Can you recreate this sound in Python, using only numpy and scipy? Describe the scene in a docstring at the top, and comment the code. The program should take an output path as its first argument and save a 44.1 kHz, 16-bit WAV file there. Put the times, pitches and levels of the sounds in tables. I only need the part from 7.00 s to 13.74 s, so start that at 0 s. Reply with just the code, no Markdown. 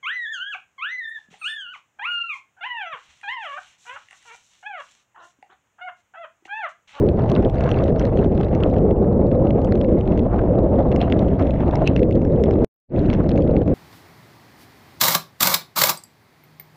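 """Wind buffets and roars round a plastic housing above the handlebar of a motorcycle ridden fast in heavy rain.
Wind is four bands of noise: slow pressure lumps, a deep roar, a hollow roar and an edge rush; no engine is heard.
Spray is hiss and tiny bursts; drops tick and ring the shell by damped sines; slaps and gobs are shaped noise.
Faint narrow-band noise bursts come early on.
Near 5.65 s the sound drops out for about a quarter of a second, then fades back in.
"""
import sys
import numpy as np
from scipy import signal
from scipy.fft import rfft, irfft, next_fast_len
from scipy.io import wavfile
from scipy.ndimage import uniform_filter1d, map_coordinates

SR = 44100
rng = np.random.default_rng(int(sys.argv[2]) if len(sys.argv) > 2 else 0)


def store_wav(level_fs):
    """Save 16-bit WAV to argv[1]."""
    pcm = np.round(np.clip(np.atleast_2d(level_fs), -1, 1) * 32767)
    wavfile.write(sys.argv[1], SR, pcm.T.astype(np.int16))


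N = 297218


def amp(db):
    """Decibels to gain."""
    return 10 ** (np.asarray(db) / 20)


def unit(x):
    """Scale to rms 1."""
    return x / np.sqrt(np.mean(x ** 2) + 1e-20)


def unit_peak(rows):
    """Scale each row to a peak of 1."""
    return rows / (np.abs(rows).max(axis=-1, keepdims=True) + 1e-20)


def columns(rows):
    """Table columns, each shaped to broadcast along time."""
    return np.transpose(rows)[:, :, None]


def curves(rows):
    """One interpolated value per sample for each column after the time."""
    time_s, *cols = np.transpose(rows)
    return [np.interp(np.arange(N) / SR, time_s, col) for col in cols]


def bell(centre_s, half_s):
    """Gaussian bell of peak 1, down to 1/e at half_s from its centre."""
    return np.exp(-((np.arange(N) / SR - centre_s) / half_s) ** 2)


def swells(rows):
    """Sum of bell-shaped level changes in dB."""
    time_s, change_db, half_s = columns(rows)
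    return (change_db * bell(time_s, half_s)).sum(0)


def wobble(rate_hz):
    """Smooth random curve with rate_hz knots a second."""
    knots = rng.standard_normal(int(N * rate_hz / SR) + 4)
    return map_coordinates(knots, [np.arange(N) * rate_hz / SR])


def coloured(x, spectrum):
    """Filter x by a gain curve interpolated in dB over log frequency."""
    n = x.shape[-1]
    m = next_fast_len(n + n // 8)
    hz, db = np.transpose(spectrum)
    gain = amp(np.interp(np.log(np.fft.rfftfreq(m, 1 / SR) + 1), np.log(hz), db))
    return irfft(rfft(x, m) * gain, m)[..., :n]


def placed(sounds, starts_s):
    """Sum the rows of sounds, each from its start time."""
    index = np.round(np.abs(starts_s) * SR).astype(int) + np.arange(sounds.shape[1])
    return np.bincount(index.ravel(), sounds.ravel(), N)[:N]


# brief, faint narrow-band noise bursts: (time [s], level [dB], centre [Hz], half length [s])
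NOISE_BURSTS = [(.585, -55, 4550, .004), (0.711, -59, 5870, 0.014), (0.786, -51, 4500, .005),
                (0.996, -55, 5500, 0.011), (1.174, -59, 4200, .02), (1.225, -66, 3930, .015)]


def noise_bursts(width_hz):
    """Brief, faint narrow-band noise bursts: a random complex envelope on a carrier, with fast level wobble."""
    t = np.arange(N) / SR
    out = np.zeros(N)
    for time_s, level_db, hz, half_s in NOISE_BURSTS:
        envelope = wobble(width_hz) + 1j * wobble(width_hz)
        band = np.real(envelope * np.exp(2j * np.pi * hz * t))
        noise = unit(band * amp(3 * wobble(200)))
        out += amp(level_db) * bell(time_s, half_s) * noise
    return out


# colour of water thrown flat on the shell: (frequency [Hz], gain [dB])
SLAP_SPECTRUM = [(600, -29.5), (950, 4.5), (1200, 4), (1500, -1), (1900, -10), (2400, -17.5), (3200, -29.5),
                 (5000, -43.5), (9000, -78.5)]
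# slaps of water: (time [s], level [dB], half length [s])
WATER_SLAPS = [(.195, -38.5, 0.031), (.368, -33.5, 0.016), (0.613, -39, 0.013), (.675, -36, 0.044),
               (0.79, -36, 0.027), (1.01, -39, .015), (1.235, -35, 0.013), (1.43, -40, 0.019),
               (1.642, -40, 0.024), (3.323, -40, 0.031), (3.395, -31.5, 0.0055), (3.68, -49, 0.026),
               (4.08, -33, 0.0069), (4.406, -37, 0.015), (4.785, -46, 0.016), (6.135, -43, .009),
               (6.21, -39, .015)]


def slaps(eddies):
    """Water thrown flat on the shell: short, low, churning rushes of noise."""
    time_s, level_db, half_s = columns(WATER_SLAPS)
    level = (amp(level_db) * bell(time_s, half_s)).sum(0)
    churn = coloured(rng.standard_normal(N), SLAP_SPECTRUM) * amp(4.4 * eddies)
    return level * unit(churn)


# modes of the housing: (frequency [Hz], relative level [dB], share of the ring time [ratio])
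SHELL_MODES = [(2170, -10, 0.7), (2660, -6, 0.95), (2940, -18, 0.6), (3200, -10, 0.55), (3850, -14, 0.55)]


def shell_ring(t, ring_t60_s, mode_gains):
    """Decaying sines at the shell modes, with one row of mode gains per hit."""
    ring = 0
    for k, (mode_hz, level_db, share) in enumerate(SHELL_MODES):
        decay = amp(level_db - 60 * t / (share * ring_t60_s))
        ring = ring + mode_gains[:, [k]] * decay * np.sin(2 * np.pi * mode_hz * t)
    return ring


# colour of a gob on the wet shell: (frequency [Hz], gain [dB])
SMEAR_SPECTRUM = [(1500, -26), (2150, -5), (2420, -6), (2750, 4.5), (3100, -1), (3400, -15), (3700, -15.5),
                  (3900, -5), (4400, -14), (4850, -36.5), (6300, -27.5), (7500, -38.5), (12000, -51.5)]
# gobs of water: (time [s], level [dB], smear T60 [s], shell ring before colouring, relative to level [dB])
GOBS = [(4.015, -39.5, 0.17, 1.5), (4.876, -27.5, 0.055, 10)]
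GOB_RISE_S = 0.0097  # faint noise swells just before each gob's hit
GOB_RING_T60_S = 0.028  # its weight sets the shell ringing for longer than a drop does


def splats():
    """A gob rings the shell, scours it in spurts and drains away; the water film colours both sounds."""
    time_s, level_db, t60_s, ring_db = columns(GOBS)
    t = np.arange(N) / SR - time_s
    after = np.maximum(t, 0)
    scour = unit(coloured(rng.standard_normal(N), SMEAR_SPECTRUM) * amp(2.1 * wobble(270)))
    envelope = amp(-60 * after / t60_s) * np.exp(np.minimum(t, 0) / GOB_RISE_S)
    ring = shell_ring(after, GOB_RING_T60_S, np.ones((1, len(SHELL_MODES))))
    gobs = envelope * scour + amp(ring_db) * coloured(ring, SMEAR_SPECTRUM)
    return (amp(level_db) * gobs).sum(0)


# airflow and water before gusts and trims:
# (time [s], deep roar level [dB], hollow roar level [dB], edge rush level [dB], spray level [dB])
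FLOW_LEVELS = [(0.0, -26, -21.5, -38, -61.5), (0.18, -23, -25, -31, -53.0), (0.38, -18, -21.22, -31, -52.5),
               (0.65, -26.5, -26.5, -29, -46.5), (0.82, -21, -22, -28.65, -47.5),
               (1.15, -19.5, -20, -32, -54), (1.5, -19, -21.51, -30.5, -50.5), (1.95, -19.5, -19, -31, -60),
               (2.45, -18, -19.5, -30.65, -57.5), (2.85, -14.5, -16.5, -33, -54),
               (3.35, -21.5, -27.5, -29, -55.0), (3.65, -20, -19, -29.5, -57.5),
               (4.05, -17, -23, -27.5, -51.5), (4.28, -18.5, -22, -31.5, -52),
               (4.82, -22.5, -28.5, -26, -50.5), (5.05, -20, -23, -38.69, -58.0),
               (5.5, -17, -18.14, -30, -53.5), (5.97, -19.5, -23.5, -35, -52.0),
               (6.12, -18, -27, -35, -49.0), (6.4, -18.5, -20, -32.5, -56.0),
               (6.73, -16.5, -22, -35.5, -53.0)]
# gusts and lulls, as the stream swings onto the microphone or off it:
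# (time [s], change before share [dB], half length [s])
GUSTS_AND_LULLS = [(0.04, 6, 0.07), (0.26, -4.5, 0.015), (0.46, 4.5, 0.017), (0.51, -12.5, 0.02),
                   (0.68, 0.5, 0.057), (0.99, -7, 0.017), (1.11, -5, 0.024), (1.34, -1.3, 0.035),
                   (1.49, -6, 0.047), (1.6, -3.4, 0.03), (1.89, 0.7, 0.06), (1.95, -5.5, 0.019),
                   (2.65, -5.5, 0.063), (2.71, -0.5, 0.024), (2.82, -4.5, 0.075), (3.03, -9.4, 0.034),
                   (3.23, 3, 0.035), (3.3, -6, 0.016), (3.55, 3, 0.057), (3.86, -2, 0.051),
                   (4.04, 5.5, 0.016), (4.05, -7.5, 0.052), (4.38, -6.5, 0.02), (4.52, -5.0, 0.014),
                   (4.68, 3, 0.015), (4.73, -3, 0.02), (4.9, 4.5, 0.037), (5.02, 5.5, 0.035),
                   (5.16, 3.5, 0.017), (5.21, -3, 0.02), (5.39, -1, 0.035), (5.51, -3, 0.032),
                   (6.64, -11.5, 0.015), (6.71, -1, 0.055)]
# share of that change reaching each layer:
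# (buffet [ratio], deep roar [ratio], hollow roar [ratio], edge rush [ratio], spray [ratio])
LAYER_GUST_SHARE = [0.22, 1, 1, 0.22, 0.58]
BUFFET_BASE_DB = -19.5  # steady speed, steady pressure on the port; gusts add to it


def flow():
    """Levels in dB of buffet, deep roar, hollow roar, edge rush and spray, raised by gusts and cut by lulls."""
    base_db = np.array([np.full(N, BUFFET_BASE_DB), *curves(FLOW_LEVELS)])
    return base_db + np.outer(LAYER_GUST_SHARE, swells(GUSTS_AND_LULLS))


def droplets(count, pitch_hz, pitch_spread, cycles, size_spread_db):
    """Splatter of tiny bursts, a few cycles each, at random times, pitches and sizes."""
    t = np.arange(SR // 120) / SR
    start, pitch, rarity = rng.random((count, 3)).T[:, :, None]
    hz = np.minimum(pitch_hz * np.exp(pitch_spread * (2 * pitch - 1)), SR / 3)
    age = t * hz / cycles
    size = amp(-size_spread_db * np.log(np.maximum(rarity, 1 / 10)))  # few are large
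    grains = size * age * np.exp(-3 * age) * np.sin(2 * np.pi * hz * t)
    return placed(grains, start * N / SR)


# colour of fine water: (frequency [Hz], gain [dB])
MIST_SPECTRUM = [(500, -21), (1000, -1), (1500, -3.5), (2100, -6.5), (2420, -12.5), (2680, -13),
                 (3100, -18), (3800, -21), (4700, -32.5), (6500, -31), (7800, -47), (11000, -59.5),
                 (15000, -87)]
# sheets of spray sweeping over the housing, negative for gaps: (time [s], change [dB], half length [s])
SPRAY_SHEETS = [(.365, 3, 0.07), (.49, -10, .028), (.94, -14, .03), (1.04, 3.5, 0.061), (1.21, -0.5, 0.039),
                (1.42, 1, 0.038), (1.95, -8, 0.028), (3.39, 2, 0.024), (4.41, 4, 0.023), (4.58, 5, 0.041),
                (5.08, -5, 0.027), (6.12, 3.5, 0.045), (6.64, -1.5, .025)]


def spray(eddies, hiss_db, splatter_db):
    """Fine water rides on the eddies and sweeps by in sheets: hiss plus coarse splatter."""
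    spray_db = flow()[-1] + swells(SPRAY_SHEETS)
    hiss = unit(coloured(rng.standard_normal(N), MIST_SPECTRUM) * amp(4.5 * eddies))
    grains = droplets(count=3500, pitch_hz=2700, pitch_spread=0.79, cycles=3.1, size_spread_db=6.5)
    pressure = np.gradient(grains)  # pressure follows the rate of change
    splatter = unit(coloured(pressure, MIST_SPECTRUM) * amp(2.4 * eddies))
    return amp(spray_db) * (amp(hiss_db) * hiss + amp(splatter_db) * splatter)


SMALL_DROP_HZ, SMALL_DROP_LOG_SPREAD = 2900, 0.4


def small_drops(count, above_spray_db, spread_db, splash_db, push_db):
    """Further drops land at random, more often and harder in thick spray; columns as in TIMED_DROPS."""
    spray_db = curves(FLOW_LEVELS)[-1]
    landed = np.cumsum(amp(0.62 * spray_db))
    quantile = (np.arange(count) + rng.random(count)) / count
    at = np.searchsorted(landed / landed[-1], quantile)
    size, spot, wetness, rim = rng.uniform(-0.88, 1, (4, count))
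    level_db = (spray_db[at] + spray_db.mean()) / 2 + above_spray_db + spread_db * size
    pitch_hz = SMALL_DROP_HZ * np.exp(SMALL_DROP_LOG_SPREAD * spot)
    wet_splash_db = splash_db + 6 * wetness - 3 * size
    rebound_s = 0.0012 * np.exp(0.39 * rim)
    return np.column_stack([at / SR, level_db, pitch_hz, wet_splash_db, np.full(count, push_db), rebound_s])


# individually timed drops on the housing: (time [s], peak level of spot and ring [dB], spot pitch [Hz], #
# splash re that peak [dB], dull push re that peak [dB], delay of the rebound from the rim [s])
TIMED_DROPS = [(0.0661, -40, 2200.0, -9.5, -8, 0.00093), (0.0887, -25.5, 3100.0, -34, -8, 0.00049),
               (0.1945, -37, 2950.0, -13, -21, 0.00055), (0.21, -37, 2350.0, -28, -1.5, 0.00045),
               (0.281, -42, 3100.0, -9, -20.0, 0.00105), (0.2926, -31, 2950.0, -16.0, -5, 0.00135),
               (0.2988, -31, 2500.0, -0.5, -20.0, 0.001), (0.3169, -28, 3420, -7.5, -7, 0.00065),
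               (0.352, -25, 3550.0, -24, -19, 0.00105), (0.363, -20.5, 2480, -27, -5.0, 0.00099),
               (0.4243, -37, 2350.0, -12, -10.0, 0.00055), (0.4338, -39.0, 2500.0, -30.0, 1, 0.00045),
               (0.4492, -28, 3080, -31, -20.0, 0.00059), (0.4977, -34, 2500.0, -7, -8, 0.00055),
               (0.5447, -42, 3700.0, -9, -1, 0.00048), (0.556, -39.0, 3100.0, -12, 3.0, 0.00135),
               (0.5693, -35.5, 2200.0, -29, -8, 0.00045), (0.5831, -31, 2200.0, -30.0, -20.0, 0.00045),
               (0.6081, -26.5, 2500.0, -7.5, -3, 0.00043), (0.6146, -35.0, 2200.0, -18, -20.0, 0.00051),
               (0.6388, -28.5, 3250.0, -18, -20.0, 0.00048), (0.666, -31, 2200.0, -31, -5.0, 0.0005),
               (0.6779, -31, 2200.0, -30.0, 1, 0.00135), (0.6912, -24.5, 2350.0, -15, -8, 0.00105),
               (0.7049, -33.5, 2200.0, -8.5, -10.0, 0.00085), (0.7152, -19.5, 2950.0, -16.5, -6, 0.00065),
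               (0.743, -26.5, 2500.0, -29, -10.0, 0.00071), (0.763, -36.5, 2350.0, -29.5, -22.5, 0.00085),
               (0.7771, -31, 2200.0, -32.5, -20.0, 0.00055), (0.7884, -24, 2200.0, -29, -18, 0.0012),
               (0.8086, -35, 2500.0, -31, -2, 0.00085), (0.8224, -50, 3400.0, -28, 2, 0.00135),
               (0.8356, -39, 3530, -13, -9, 0.00095), (0.8395, -29.5, 3400.0, -11.5, -18, 0.00105),
               (0.8587, -40, 2800.0, -10, -17, 0.00105), (0.8808, -32, 2950.0, -18, -3, 0.00135),
               (0.9612, -33, 2200.0, -31, 1, 0.0005), (0.9957, -28, 3100.0, -3, -17, 0.00099),
               (1.0144, -29, 2200.0, -28, -19.5, 0.00045), (1.0249, -34, 2950.0, -30.0, -18, 0.00095),
               (1.0527, -29.5, 3900, -9, 3.5, 0.00095), (1.0679, -41, 3850.0, -13, -7, 0.00045),
               (1.1727, -30, 2950.0, -14, 2, 0.00092), (1.1904, -31, 2650.0, -17.5, -20.0, 0.00069),
               (1.2398, -38, 3120, -16.0, -7, 0.00135), (1.2452, -33.5, 3100.0, -15, -9, 0.00135),
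               (1.3773, -30, 2650.0, -18, -4, 0.00055), (1.3961, -40.5, 2350.0, -32, -10.0, 0.00075),
               (1.4113, -28.5, 2950.0, -13, -5.0, 0.00055), (1.4328, -29.5, 3100.0, -20, -21, 0.00105),
               (1.4471, -35.5, 3550.0, -13, -20.0, 0.00105), (1.4839, -36, 2200.0, -30.0, -5.0, 0.00105),
               (1.54, -40, 2500.0, -24, -6, 0.00075), (1.5503, -27.5, 2200.0, -13.5, -12.5, 0.00048),
               (1.605, -29.5, 2200.0, -21, -7, 0.0006), (1.6355, -17.5, 2850, -21, -15, 0.00067),
               (1.6995, -37, 2670, -11, -11, 0.00135), (1.739, -34.5, 2200.0, -19, -20.0, 0.00049),
               (1.7644, -36.5, 2950.0, -28, 0, 0.00068), (1.7836, -36, 3100.0, -10, -20.0, 0.00075),
               (1.9098, -31, 2230, -29, -20.0, 0.00059), (2.3153, -31, 2370, -29, -3, 0.00053),
               (2.4706, -32, 2520, -22.0, -21, 0.00135), (2.5068, -24.5, 2500.0, -23, -19, 0.00095),
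               (2.6176, -39, 3100.0, -9.5, -6, 0.00045), (2.647, -36, 3100.0, -2.5, -17, 0.00062),
               (2.6725, -38.5, 2500.0, -29, -7, 0.00042), (2.7226, -29.5, 3960, -14, 8.5, 0.00093),
               (2.7551, -30.5, 2930, -17, -10.0, 0.00051), (2.8135, -25.0, 2900, -24, -9.5, 0.00055),
               (2.8464, -30.5, 2220, -35, -22, 0.00045), (2.8862, -40, 2200.0, -32, -22, 0.00085),
               (3.0102, -30, 2920, -18, -23, 0.00135), (3.0761, -33, 3040, -18, -4, 0.00052),
               (3.121, -32.5, 2350.0, -22.0, -24, 0.0015), (3.1763, -27.5, 2200.0, -20, -15, 0.00065),
               (3.1932, -28, 2800.0, -20, -18, 0.00053), (3.3909, -35.5, 2900, -30.0, 6.5, 0.00135),
               (3.5876, -40, 3350, -8, -2, 0.00105), (3.791, -37, 3100.0, -18, -20.0, 0.00053),
               (3.917, -25.5, 2350.0, -21, -20.0, 0.00055), (3.9237, -25.5, 2200.0, -28, -25, 0.0007),
               (3.9615, -23.5, 2220, -10.5, -23, 0.00135), (4.0048, -28, 2350.0, -30.0, -3, 0.00045),
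               (4.0152, -16.0, 3100.0, -26, -21, 0.00054), (4.0265, -26, 2500.0, -30.0, -3.5, 0.00053),
               (4.1003, -27, 2210, -25, -10.0, 0.0006), (4.1238, -11.5, 2370, -30.0, -15.5, 0.00059),
               (4.1921, -27.5, 3400.0, -14, -26, 0.00135), (4.283, -36, 2800.0, -17, -24, 0.00095),
               (4.2873, -39, 2800.0, -16.0, -20.0, 0.00065), (4.3964, -29.5, 2200.0, -14, -5.0, 0.00095),
               (4.4134, -36, 2200.0, -22.0, 5, 0.0009), (4.4243, -31.5, 2950.0, -19, -5.0, 0.00055),
               (4.4666, -38, 2800.0, -18, -14.5, 0.0005), (4.4711, -31.5, 2800.0, -19, -13, 0.00055),
               (4.5077, -27, 3140, -16.0, -22, 0.00077), (4.54, -34.0, 2200.0, -33, -22, 0.00056),
               (4.6057, -30, 2350.0, -30.0, -20.0, 0.00051), (4.6237, -39.5, 2350.0, -27.5, -21, 0.00085),
               (4.6813, -31, 2210, -15.5, -21, 0.00072), (4.7108, -33.5, 3480, -11.5, -19.5, 0.00085),
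               (4.7266, -36, 2500.0, -25.5, 2, 0.00055), (4.7556, -23, 2200.0, -7.5, -9, 0.00056),
               (4.769, -33.5, 2200.0, -28.5, -20.0, 0.00048), (4.8748, -13, 2680, -8, -22, 0.00079),
               (4.963, -17.5, 2650.0, -19, -5.0, 0.00105), (4.9773, -31, 2200.0, -33, -20.0, 0.00045),
               (4.9933, -28, 2200.0, -15, -20.0, 0.00049), (5.0314, -23.0, 2650.0, -20.5, -24, 0.00052),
               (5.1103, -30.0, 2200.0, -15.5, -11, 0.00043), (5.1254, -33.5, 2950.0, -12, -21.5, 0.0011),
               (5.1546, -38, 3520, -9.5, -20.0, 0.00065), (5.2181, -36, 2200.0, -13, -18.5, 0.0008),
               (5.2497, -34.5, 2500.0, -10.5, 1, 0.00053), (5.3629, -40.5, 2800.0, -35, -23, 0.00095),
               (5.438, -23.5, 2200.0, -8, -24, 0.00057), (5.458, -35, 2950.0, -23, -24, 0.00055),
               (5.5097, -29, 2200.0, -10.5, -2, 0.00099), (5.5376, -37.0, 3350, -13, -4, 0.0008),
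               (5.9625, -32, 2500.0, -22.0, -18.5, 0.00085), (5.9923, -34.5, 3680, -14.5, -4, 0.00095),
               (6.003, -38.5, 2350.0, -30.0, -20.0, 0.00095), (6.0464, -38, 2350.0, -29, -8, 0.00135),
               (6.055, -38.0, 2650.0, -30.0, -7, 0.00075), (6.101, -19, 2350.0, -30.0, -7, 0.00092),
               (6.131, -22.5, 2200.0, -18, -20.0, 0.00095), (6.1371, -25, 2350.0, -6.5, -4, 0.0011),
               (6.1482, -33, 2650.0, -13, 1, 0.0012), (6.2923, -28.5, 3700.0, -9, 1, 0.00095),
               (6.308, -33.0, 2800.0, -19.5, -3, 0.00095), (6.3162, -26.5, 3120, -22.0, -8, 0.00046),
               (6.3598, -33.0, 3100.0, -16.0, -10.0, 0.00048), (6.3765, -24.5, 2330, -14.5, -4, 0.00046),
               (6.4059, -38.5, 2350.0, -16.0, -20.0, 0.00055), (6.422, -33.5, 3100.0, -6.5, -18, 0.0009),
               (6.4766, -33.5, 2350.0, -30.0, -5.0, 0.00053), (6.5659, -25, 2350.0, -27, -18, 0.00047),
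               (6.617, -36.5, 2950.0, -21, 3, 0.00135), (6.6784, -32.5, 2350.0, -15, -19, 0.0012)]
# colour of the bright splash: (frequency [Hz], gain [dB])
SPLASH_SPECTRUM = [(1000, -25), (2500, -8), (4000, -4), (4750, -9), (5450, 0), (6900, -11.5), (8000, -23.5),
                   (9000, -23), (12000, -33), (15000, -54)]
DROP_RING_T60_S = 0.011  # scaled by each mode's share; the wet shell hardly rings
MODE_SPREAD_DB = 2  # from one spot on the shell to another
PUSH_HZ, PUSH_S = 1630, 0.0007
FLATTEN_S = 0.00034  # a soft drop takes a moment to flatten


def strikes(drops, thud_t60_s, splash_t60_s, shell_db, rebound_share):
    """A drop's mass pushes dully, its spot sounds a few cycles, the shell rings, and water splashes brightly."""
    time_s, level_db, hz, splash_db, push_db, rebound_s = columns(drops)
    t = np.arange(SR // 25) / SR
    flatten = 1 - np.exp(-(t / FLATTEN_S) ** 2)
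    spot = np.sin(2 * np.pi * hz * t) * amp(-60 * t / thud_t60_s)
    mode_offsets_db = MODE_SPREAD_DB * rng.standard_normal((len(drops), len(SHELL_MODES)))
    ring = shell_ring(t, DROP_RING_T60_S, amp(shell_db + mode_offsets_db))
    push = unit_peak(np.sin(2 * np.pi * PUSH_HZ * t) * t ** 2 * np.exp(-2 * t / PUSH_S))
    tick = unit_peak((spot + ring) * flatten) + amp(push_db) * push
    burst = rng.standard_normal(tick.shape) * amp(-60 * t / splash_t60_s) * flatten
    splash = unit_peak(coloured(burst, SPLASH_SPECTRUM))
    hits = amp(level_db) * (tick + amp(splash_db) * splash)
    # the wave back from the rim gives each spot its colour
    return placed(hits, time_s) + rebound_share * placed(hits, time_s + rebound_s)


def turbulence(spectrum, steady, window_s, patchy_db):
    """Noise of rms 1 with drifting patches of colour; its power over window_s is partly evened out."""
    z = signal.stft(rng.standard_normal(N), nperseg=1024)[2]
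    field = uniform_filter1d(rng.standard_normal(z.shape), 4, 0)  # over frequency
    field = uniform_filter1d(field, 9, 1)  # over time
    patchy = signal.istft(z * amp(patchy_db * unit(field)))[1][:N]
    x = unit(coloured(patchy, spectrum))
    power = np.abs(uniform_filter1d(x ** 2, max(int(window_s * SR), 2))) + 1e-6
    return unit(x / power ** (np.clip(steady, 0, 1) / 2))


# colours of the four wind layers, each: (frequency [Hz], gain [dB])
BUFFET_SPECTRUM = [(10, -18.5), (22, -4.5), (45, 2), (68, 3.5), (120, 3), (165, -2), (240, -15),
                   (500, -77.5), (1500, -140)]
ROAR_SPECTRUM = [(70, -45.5), (140, -7.5), (195, 1.5), (260, -1), (330, -1), (380, -9), (480, -47.5),
                 (1100, -130)]
HOLLOW_SPECTRUM = [(200, -45), (320, -9.5), (380, 0), (420, -0.5), (510, 0), (590, -5.5), (720, -30),
                   (1100, -54), (3500, -140)]
EDGE_SPECTRUM = [(300, -31.5), (480, -19.5), (615, 1), (730, -5), (950, -15), (1250, -24), (1700, -40),
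                 (2600, -52.5), (8000, -130)]


def wind(eddies):
    """Slow pressure lumps on the port, deep and hollow roars round the housing, and a rush off its edges."""
    buffet_db, roar_db, hollow_db, edge_db, _ = flow()
    buffet = turbulence(BUFFET_SPECTRUM, steady=1.0, window_s=0.12, patchy_db=-0.5)
    roar = turbulence(ROAR_SPECTRUM, steady=0.71, window_s=0.12, patchy_db=1.0)
    hollow = turbulence(HOLLOW_SPECTRUM, steady=0.7, window_s=0.08, patchy_db=3)
    edge = turbulence(EDGE_SPECTRUM, steady=0.9, window_s=0.071, patchy_db=1.5)
    out = amp(buffet_db) * unit(buffet * amp(0.2 * eddies))
    out += amp(roar_db - 1.18) * unit(roar * amp(1.4 * eddies))
    out += amp(hollow_db - 0.39) * unit(hollow * amp(1.3 * eddies))
    out += amp(edge_db + 1.21) * unit(edge * amp(3.6 * eddies))
    return out


def scene():
    """Wind, spray and drops at the microphone; passing eddies shake wind, spray and slaps together."""
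    eddies = 0.078 * wobble(11) + 0.45 * wobble(35) + 0.62 * wobble(130)
    background = noise_bursts(width_hz=670) + slaps(eddies) + splats()
    background += spray(eddies, hiss_db=1.0, splatter_db=-1)
    fine = small_drops(count=180, above_spray_db=5.5, spread_db=6.0, splash_db=-16, push_db=-8.5)
    drops = np.vstack([TIMED_DROPS, fine])
    ticks = strikes(drops, thud_t60_s=0.0034, splash_t60_s=0.0045, shell_db=-5, rebound_share=0.49)
    return (background + ticks + wind(eddies))[None]


# dropout and return of the sound: (time [s], gain [dB])
DROPOUT_GAIN = [(5.6462, 0), (5.6463, -32), (5.67, -48), (5.69, -90), (5.875, -90), (5.893, -30),
                (5.915, -14), (5.945, -3), (5.98, 0)]
TOP_HZ = 14900


def record(dry):
    """Round off the highest peaks, apply the brief dropout, and end the band steeply at TOP_HZ."""
    gain_db, = curves(DROPOUT_GAIN)
    rounded = dry / (1 + np.abs(dry / 0.8) ** 8) ** (1 / 8)
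    m = next_fast_len(N + SR // 4)
    passband = np.fft.rfftfreq(m, 1 / SR) < TOP_HZ
    return irfft(rfft(rounded * amp(gain_db), m) * passband, m)[:, :N]


dry = scene()
out = record(dry)
store_wav(out)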